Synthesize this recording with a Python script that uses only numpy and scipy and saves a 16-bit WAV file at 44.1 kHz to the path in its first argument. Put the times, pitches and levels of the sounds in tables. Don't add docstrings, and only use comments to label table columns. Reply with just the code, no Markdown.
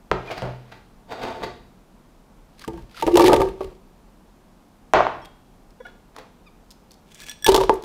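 import sys
import numpy as np
from scipy import signal
from scipy.fft import rfft, irfft
from scipy.io import wavfile
from scipy.ndimage import uniform_filter1d

SR = 44100
rng = np.random.default_rng(int(sys.argv[2]) if len(sys.argv) > 2 else 0)


def ratio(d):
    e = np.asarray(d, float) / 20
    return 10 ** e


def store_pcm(level_fs):
    pcm = np.round(np.clip(level_fs, -1, 1) * 32767).astype(np.int16)
    wavfile.write(sys.argv[1], SR, np.atleast_2d(pcm).T)


N = 345744

# (time
# [s], boom [dB], crack [dB], walls [dB])
APPLE = [(2.678, -15, -31.5, -5), (2.738, -26.5, -53, -5.5), (2.778, -30.5, -69, 13),
         (3.024, -6.5, -26.5, 4.5), (3.066, -8, -27.5, -2), (3.076, -3.5, -29.5, 6.5), (3.156, 0, -20, 6),
         (3.171, 2, -14, -0.5), (3.195, 1.5, -20, -7), (3.207, -0.5, -20, 0.5), (3.242, 2.5, -20.5, 2.5),
         (3.261, -8.5, -21, -15.5), (3.281, -0.5, -17, 7.5), (3.296, 1, -41, -3.5), (3.319, 0, -31, -0.5),
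         (3.331, 2, -16, -2.5), (3.341, -8.5, -23, -7), (3.363, -9.5, -23.5, -2), (3.38, -7.5, -48, -26),
         (3.406, -14, -31, 0), (3.417, -5, -27, 11.5), (3.487, -22.5, -42, -9), (3.607, -12.5, -45.5, 4),
         (3.643, -44, -44, -10)]
GREENS = [(7.464, -8, -10, 2.6), (7.481, -1, -19, 1.5), (7.489, 2.5, -12.5, 1.2), (7.519, -8.5, -20.5, 3.1),
          (7.528, -9, -31, 2.5), (7.544, -1, -12.5, 4.3), (7.55, -1, -23, 2.2), (7.562, -5.5, -16.5, 1.1),
          (7.577, -4, -26, 1.5), (7.604, -8, -33, 2), (7.611, -4, -28, 2.9), (7.636, -9, -27.5, 5.4),
          (7.695, 4.5, -32.5, 6.8), (7.837, -24, -38.5, 4.5)]
# (frequency [Hz], level [dB], t60 [s])
JAR = [(355.7, 2, 0.41), (428, 3, 0.095), (575, -6.5, 0.16), (706, -17, 0.1), (757.5, -11.5, 0.16),
       (900.4, -8.5, 0.22), (918.6, -2, 0.12), (1105, -25.5, 0.36), (1175, -10.5, 0.1), (1600, -21, 0.11),
       (2090, -27, 0.012), (2700, -23, .03)]
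# (frequency [Hz], level [dB], t60 [s])
SLAB = [(125.1, -2, 0.66), (41.6, -3, .4), (66.4, -1.5, 0.34), (179, 0.5, 0.35), (280, -1.5, 0.12),
        (385, -10, 0.16)]
# (frequency [Hz], level [dB], t60 [s])
BOWL_B = [(1713, -2, 0.41), (3400, -4, 0.19), (5710, -3.5, 0.073), (8380, 0, 0.04), (11640, -9, 0.033),
          (15200, -7, 0.04)]


def rms_one(x):
    return x / np.sqrt(np.mean(x ** 2) + 1e-20)


def in_time(tables):
    gain = np.zeros(N)
    for rows in tables:
        s, level_db = np.transpose(rows)
        gain += ratio(np.interp(np.arange(N) / SR, s, level_db, -200, -200))
    return gain


def at_hz(points, hz):
    table_hz, values = np.transpose(points)
    return np.interp(np.log(hz + 1), np.log(table_hz), values)


def coloured(x, spectrum):
    gain = ratio(at_hz(spectrum, np.fft.rfftfreq(len(x), 1 / SR)))
    return rms_one(irfft(rfft(x) * gain, len(x)))


def grains(per_s, spread_db, clump_db, clump_s):
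    clumps = uniform_filter1d(rng.standard_normal(N), max(round(clump_s * SR), 2))
    born = rng.random(N) < per_s / SR
    sizes = ratio(spread_db * np.minimum(rng.exponential(1, N), 4) + clump_db * rms_one(clumps))
    return born * sizes * rng.choice([-1, 1], N) + 1e-18


def resonate(x, hz, width_hz):
    r = np.exp(-np.pi * width_hz / SR)
    feedback = [1, -2 * r * np.cos(2 * np.pi * hz / SR), r * r]
    return signal.lfilter(np.array([1, 0, -1]) * (1 - r * r) / 2, feedback, x)


def width_of(t60):
    return np.log(1000) / np.pi / t60


def through(x, modes, damping):
    total = 0
    for k, (hz, db, t60) in enumerate(modes):
        ring = ratio(db) * rms_one(resonate(x, hz, width_of(t60) / damping))
        total = total + ring * (-1) ** k
    return rms_one(total)


def add(out, s, sound):
    i = round(s * SR)
    out[i:i + len(sound)] += sound[:N - i]


def strike(modes, peak_db, spread_db, rise_s, ring=1., first=1., rest_db=0., shift=0.):
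    hz, db, t60 = np.transpose(modes)[:, :, None]
    t = np.arange(round(.5 * SR)) / SR
    lowest = np.arange(len(modes))[:, None] == 0
    hz = hz * np.where(lowest, first, 1)
    db = db + np.where(lowest, 0, rest_db)
    chance = rng.standard_normal((3, len(modes), 1))
    hz = hz * (1 + shift * chance[2] * ~lowest)
    decay = ratio(db + spread_db * chance[0] - 60 * t / (t60 * ring))
    blow = (decay * np.sin(2 * np.pi * hz * t + 0.66 * chance[1])).sum(axis=0)
    blow *= 1 - np.exp(-t / rise_s)
    return ratio(peak_db) * blow / np.abs(blow).max()


def snap(peak_db, hz, t60, breadth, wide):
    t = np.arange(round(.06 * SR)) / SR
    noise = rng.standard_normal(len(t)) * ratio(-60 * t / t60)
    burst = resonate(noise, hz, hz * breadth) + wide * resonate(noise, 7000, 10000)
    return ratio(peak_db) * burst / np.abs(burst).max()


def knock(peak_db, cut_hz, hz, t60):
    click = np.arange(round(.1 * SR)) == 0
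    dull = signal.lfilter(*signal.butter(2, min(cut_hz, .4 * SR), fs=SR), click)
    blow = resonate(dull, hz, width_of(t60))
    return ratio(peak_db) * blow / np.abs(blow).max()


def lingering(s, level_db, rise_s, t60):
    power = np.zeros(N)
    power[(s * SR).astype(int)] = ratio(level_db) ** 2
    fade, rise = ratio(-120 / (t60 * SR)), np.exp(-1 / (rise_s * SR))
    stored = signal.lfilter([1], [1, -fade], power + 1e-18)
    return np.sqrt(signal.lfilter([1 - rise], [1, -rise], stored))


def after_landings(level_db, follows, rise_s, t60, frozen_db):
    s, boom_db = np.transpose(APPLE + GREENS)[:2]
    frozen = s >= GREENS[0][0]
    return lingering(s, follows * boom_db + level_db + frozen_db * frozen, rise_s, t60)


def hush():
    # (frequency [Hz], level [dB])
    quiet = [(12, -34.5), (20, -3), (43, 3), (60, -16.5), (86, -6), (108, -15.5), (179, -4.5), (244, -7),
             (273, -10.5), (566, -16.5), (839, -16.5), (913, -17.5), (1900, -29.5), (15200, -42),
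             (16500, -62.5)]
    return ratio(-52) * coloured(rng.standard_normal(N), quiet)


def worktop_blows():
    # (time [s], peak [dB],
    # knock frequency [Hz], room [dB])
    feet = [(0.1146, -5, 1270, -10), (.116, -8, 400, -7.5), (0.1183, -8.5, 800, -4.5), (.302, -23, 665, -5),
            (.378, -28, 660, -3), (.421, -20, 575, 5), (.4215, -24, 2900, -12), (.475, -23.5, 690, -10),
            (1.122, -23.5, 696, 3), (1.252, -22, 790, 4), (1.421, -21, 590, -16), (4.9364, 0, 824, 4.5),
            (4.936, -15, 5860, -19), (4.939, -5.5, 574, 4.5), (2.677, -26.5, 206, -8),
            (6.165, -28, 1095, -6), (6.185, -32, 883, -14)]
    # (time [s], peak [dB], knock frequency [Hz], room [dB])
    rocking = [
        (5.0062, -2, 800, -9),
        (5.0678, -6, 880, -7),
    ]
    # (time [s], peak [dB], knock frequency [Hz])
    in_bowl = [
        (2.641, -32, 1600),
        (2.645, -32.5, 1150),
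        (2.946, -40, 1400),
        (2.975, -33, 1350),
        (2.996, -33.5, 1280),
    ]
    # (time [s], peak [dB], other modes [dB])
    thumps = [
        (0.109, -22.5, 1),
        (0.381, -35, 12),
        (0.421, -25.5, -7.5),
        (0.474, -29, 0),
        (1.413, -34, -1),
        (4.939, -22.5, 3.5),
    ]
    out, to_room = np.zeros(N), np.zeros(N)
    in_bowl = [tuple(row) + (-15,) for row in in_bowl]
    for blows, cut, cycles in ((feet, 3.54, 7.4), (rocking, 1.8, 7.), (in_bowl, 2.1, 42.)):
        for s, peak_db, hz, room_db in blows:
            blow = knock(peak_db, cut * hz, hz, cycles / hz)
            add(out, s, blow)
            add(to_room, s, ratio(room_db) * blow)
    for s, peak_db, rest_db in thumps:
        add(out, s, strike(SLAB, peak_db, spread_db=0, rise_s=.006, rest_db=rest_db))
    return out, to_room


def kitchen(x, gap_s=0.0026, build_s=0.0035):
    # (frequency [Hz], t60 [s])
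    room_t60 = [(100, 0.99), (500, 0.44), (1200, 0.47), (3000, 0.54), (6000, 0.52), (12000, 0.22)]
    t, tail = np.arange(SR) / SR, np.zeros(SR)
    for hz in 60 * 2. ** np.arange(0, 8.5, .5):
        band = signal.butter(2, [hz / 2 ** .25, hz * 2 ** .25], "band", fs=SR, output="sos")
        tail += signal.sosfilt(band, rng.standard_normal(SR)) * ratio(-60 * t / at_hz(room_t60, hz))
    tail *= np.clip((t - gap_s) / build_s, 0, 1)
    return signal.fftconvolve(x, tail / np.sqrt(np.sum(tail ** 2)))[:N]


def pressure():
    # (time of most pressure [s], swell [s], fade [s], body [dB], grit [dB])
    strokes = [
        (0.313, 0.14, 0.072, -22.5, -28),
        (0.381, 0.024, 0.033, -49, -21),
        (0.427, .012, 0.15, -19.5, -29.5),
        (.726, 0.15, 0.098, -37.5, -40.5),
        (1.115, 0.041, .16, -22, -30.5),
        (1.22, 0.037, 0.19, -17, -27.5),
        (1.33, 0.28, 0.2, -28.5, -50),
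        (1.445, 0.11, .025, -22.5, -30.5),
        (6.189, 0.048, 0.05, -25, -33),
        (5.861, 0.026, 0.071, -35.5, -41),
    ]
    gains, t = np.zeros((2, N)), np.arange(N) / SR
    for s, swell_s, fade_s, body_db, grit_db in strokes:
        lost_db = 30 * np.maximum((s - t) / swell_s, (t - s) / fade_s)
        gains += ratio(np.array([[body_db], [grit_db]]) - lost_db)
    return gains


def drag():
    # (frequency [Hz], level [dB], t60 [s])
    slab_and_foot = [(118, -14.5, 0.06), (257.4, -1, 0.1), (354, -2, 0.062), (470, 6.5, 0.053),
                     (702, 3, 0.055), (892, 3.5, 0.093), (1150, -8.5, 0.029), (1460, -2.5, 0.077),
                     (1900, -16, 0.0045)]
    # (frequency [Hz], level [dB], t60 [s])
    glaze_modes = [(3700, 2.5, 0.012), (4620, 6, 0.02), (6660, -11, .015), (7500, -6.5, 0.012),
                   (10600, -25, 0.011), (14300, -11, .015)]
    body, grit = pressure()
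    chatter = grains(4000, spread_db=2.0, clump_db=4.0, clump_s=0.011)
    glaze = through(chatter, glaze_modes, damping=0.85)
    glazed = (np.arange(N) > SR) & (np.arange(N) < 2 * SR)
    rough = coloured(chatter, [(1200, 9), (2500, 6), (5000, -3), (8000, -17.5), (16000, -21.0)])
    rumble = body * ratio(-11.5) * through(chatter, slab_and_foot, damping=0.7)
    return rumble + grit * ratio(-9) * (rough + 0.43 * glazed * glaze)


def hands():
    # (time [s], peak [dB], centre frequency [Hz])
    ticks = [(2.594, -34.5, 4330), (2.6097, -42, 3170), (2.622, -45.5, 2720), (2.6403, -37, 4970),
             (2.647, -31.5, 2650), (2.7333, -43.5, 3420), (2.775, -42, 2580), (7.39, -49, 5050),
             (3.1298, -41, 2900), (3.142, -23, 2760), (5.249, -39, 2960), (5.2552, -33.5, 3200),
             (5.7057, -47.5, 4700), (6.1635, -34, 4550), (6.186, -37, 4000), (6.7058, -36.5, 5000),
             (6.711, -36.5, 4870), (6.719, -41.5, 4840), (6.9085, -39, 4560), (6.9164, -39, 4940),
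             (6.9335, -46.5, 4340), (6.941, -44.5, 4830), (7.1183, -46, 3780), (7.1456, -35, 6740),
             (7.202, -30.5, 4160), (7.2156, -39, 3400), (7.3137, -27, 3280), (7.74, -30, 8400),
             (7.755, -37, 2540), (7.824, -37, 4420)]
    # (time [s], length [s], start frequency [Hz], level [dB], second partial [dB])
    squeaks = [
        (6.455, .04, 1330, -53, 2),
        (.272, .026, 1225, -55, 20),
        (.298, .024, 1170, -55, 20),
        (.325, .024, 1150, -61, 20),
        (5.799, .022, 500, -33, -12),
        (5.847, .024, 735, -44, 9),
    ]
    out = np.zeros(N)
    for s, peak_db, hz in ticks:
        add(out, s, snap(peak_db, hz, t60=.021, breadth=0.42, wide=0.1))
    for s, length, start_hz, level_db, second_db in squeaks:
        count = round(length * SR)
        sag = 5000. * (length - .007) ** 3
        phase = 2 * np.pi * np.cumsum(start_hz * np.linspace(1, 1 - sag, count)) / SR
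        upper = 0.56 * np.sin(3 * phase) + 0.38 * np.sin(4 * phase)
        tone = np.sin(phase) + ratio(second_db) * np.sin(2 * phase) + ratio(min(second_db, 0)) * upper
        add(out, s, ratio(level_db) * np.hanning(count) * tone)
    return out


def sliding_pieces():
    # (time [s], level [dB])
    slides = [
        [(2.5, -80), (2.618, -48), (2.698, -72), (2.81, -61), (2.858, -83)],
        [(2.86, -69.5), (3.014, -35), (3.09, -50.5), (3.184, -36), (3.212, -28), (3.3, -32), (3.36, -47),
         (3.47, -49), (3.552, -71)],
        [(3.56, -75), (3.628, -49.5), (3.662, -56), (3.8, -76)],
        [(7.4, -87), (7.502, -31), (7.574, -50), (7.626, -36.5), (7.676, -60), (7.704, -50), (7.776, -72),
         (7.84, -70)],
    ]
    # (frequency [Hz], level per Hz [dB])
    crackle = [(710, -17), (1200, -11), (1430, -14), (2240, -11), (4730, -14), (7010, -25.5),
               (11200, -26.5), (15300, -33), (16500, -42)]
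    clicks = grains(15000, spread_db=4.5, clump_db=5.0, clump_s=0.0086)
    return in_time(slides) * coloured(clicks, crackle)


def landings():
    out = np.zeros(N)
    for k, (s, boom_db, crack_db, walls_db) in enumerate(APPLE + GREENS):
        pitch = min(0.94 + .007 * k, 1.08)
        crack_hz, slap_db = (2350, -19.5) if k < len(APPLE) else (3520, -13)
        ring = .85 if s < 3 else .42
        boom = strike(JAR, boom_db - 5, spread_db=5.5, rise_s=0.0017, ring=ring, first=pitch,
                      rest_db=walls_db, shift=0.038)
        add(out, s, boom)
        add(out, s, knock(boom_db + walls_db + slap_db, cut_hz=4300, hz=996, t60=0.02))
        add(out, s, snap(crack_db + 6.0, crack_hz, t60=0.028, breadth=0.63, wide=0.11))
    return out


def heap():
    rattle = grains(500, spread_db=5.0, clump_db=4.5, clump_s=0.01)
    wall_modes = [(626, -0.5, 0.033), (800, 3.0, .03), (1047, 1, 0.029), (1500, -10.5, .02), (2250, -13.5, 0.0078)]
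    wall_gain = after_landings(-17.5, follows=1.14, rise_s=.002, t60=0.0062, frozen_db=-0.5)
    settling = grains(3000, spread_db=4.5, clump_db=-4.0, clump_s=.012)
    air_modes = [(355, 2.0, 0.26), (405, -8.5, 0.2)] + JAR[1:-1]
    hum_gain = after_landings(-17.5, follows=1.22, rise_s=.01, t60=.3, frozen_db=-13.5)
    walls = wall_gain * through(rattle, wall_modes, damping=.9)
    return walls + hum_gain * through(settling, air_modes, damping=0.34)


def jar_shake():
    # (time [s], level [dB])
    jolts = [(2.79, -34), (3.06, -28), (3.25, -26), (3.36, -18.5), (3.45, -29), (3.57, -35.5),
             (3.65, -34.5), (7.48, -19), (7.6, -25), (7.69, -35), (7.76, -42)]
    sway = rms_one(resonate(rng.standard_normal(N), hz=40, width_hz=6.7))
    stand = lingering(*np.transpose(jolts), rise_s=0.024, t60=0.2) * sway
    slab_gain = after_landings(-33.5, follows=0.2, rise_s=1e-4, t60=0.34, frozen_db=-4.5)
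    return stand + slab_gain * through(rng.standard_normal(N), SLAB[:3], damping=0.19)


def swell():
    out, length_s = np.zeros(N), .056
    t = np.arange(round(length_s * SR)) / SR
    shape = np.sin(np.pi * (t / length_s) ** 1.6)
    add(out, 3.113, ratio(-5) * shape ** 2.1 * np.sin(2 * np.pi * 347 * t))
    return out


def bowls():
    # (time [s], peak [dB], ring share [0-1, low when held], upper modes [dB])
    clinks_a = [
        (5.218, -49.5, 1.0, 0),
    ]
    clinks_full = [
        (5.803, -47, .9, -3),
        (5.852, -46, .2, 2),
        (5.866, -37, .3, -8),
    ]
    clinks_b = [
        (7.2015, -46, 0.37, -2),
        (7.2194, -31.5, 0.21, 4),
        (7.2644, -37, 0.4, 3),
        (7.2953, -21, 0.37, 10.5),
        (7.3203, -45, 0.084, -6),
        (7.424, -28.5, 0.42, 9),
        (7.4445, -9, 0.52, 0.5),
    ]
    # (frequency [Hz], level [dB], t60 [s])
    modes_a = [(3270, 0, .75), (5450, 1, .16), (8150, -12, .1)]
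    modes_full = [(1680, 0, .3), (2250, -5, .15), (3400, -4, .6), (3780, -12, .2), (5750, -14, .3)]
    out = np.zeros(N)
    for clinks, modes, spread_db in ((clinks_a, modes_a, 0), (clinks_full, modes_full, 2.5), (clinks_b, BOWL_B, 2.5)):
        for s, peak_db, ring, upper_db in clinks:
            ring = np.clip(ring, .05, 1.5)
            add(out, s, strike(modes, peak_db, spread_db, rise_s=0.00035, ring=ring, rest_db=upper_db))
            add(out, s, snap(peak_db - 11.5, 5160, t60=0.018, breadth=0.68, wide=.8))
    return out


def frost_rasp():
    # (time [s], level [dB])
    frost = [(7.06, -66.5), (7.15, -50.5), (7.185, -51.5), (7.21, -43.5), (7.25, -45.5), (7.3, -40),
             (7.33, -47), (7.36, -68), (7.42, -76)]
    rasp = grains(6000, spread_db=4.0, clump_db=3.5, clump_s=0.012)
    rough = coloured(rasp, [(1200, 0), (2500, 4.5), (7000, 3), (16000, -11)])
    bowl = through(rasp, [(1704, -1, 0.18), (3400, 9.0, .15)] + BOWL_B[2:4], damping=0.54)
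    hollow = rms_one(resonate(rasp, hz=2370, width_hz=350))
    return in_time([frost]) * ratio(-1.0) * rms_one(rough + 0.73 * bowl + 0.4 * hollow)


def scene():
    blows, blows_to_room = worktop_blows()
    rubbing = drag()
    inside = sliding_pieces() + landings() + heap() + swell()
    small = hands() + bowls() + frost_rasp()
    room = kitchen(blows_to_room + ratio(-5.0) * rubbing + ratio(-17.5) * inside + ratio(-13.5) * small)
    return (hush() + blows + rubbing + inside + jar_shake() + small + room)[None]


def low_pass(x):
    return signal.sosfilt(signal.butter(12, 16780, fs=SR, output="sos"), x)


def record(dry):
    x = np.clip(dry, -1, 1)
    x = signal.sosfilt(signal.cheby2(12, 60, 16700, fs=SR, output="sos"), x)
    return low_pass(x)


dry = scene()
out = record(dry)
store_pcm(out)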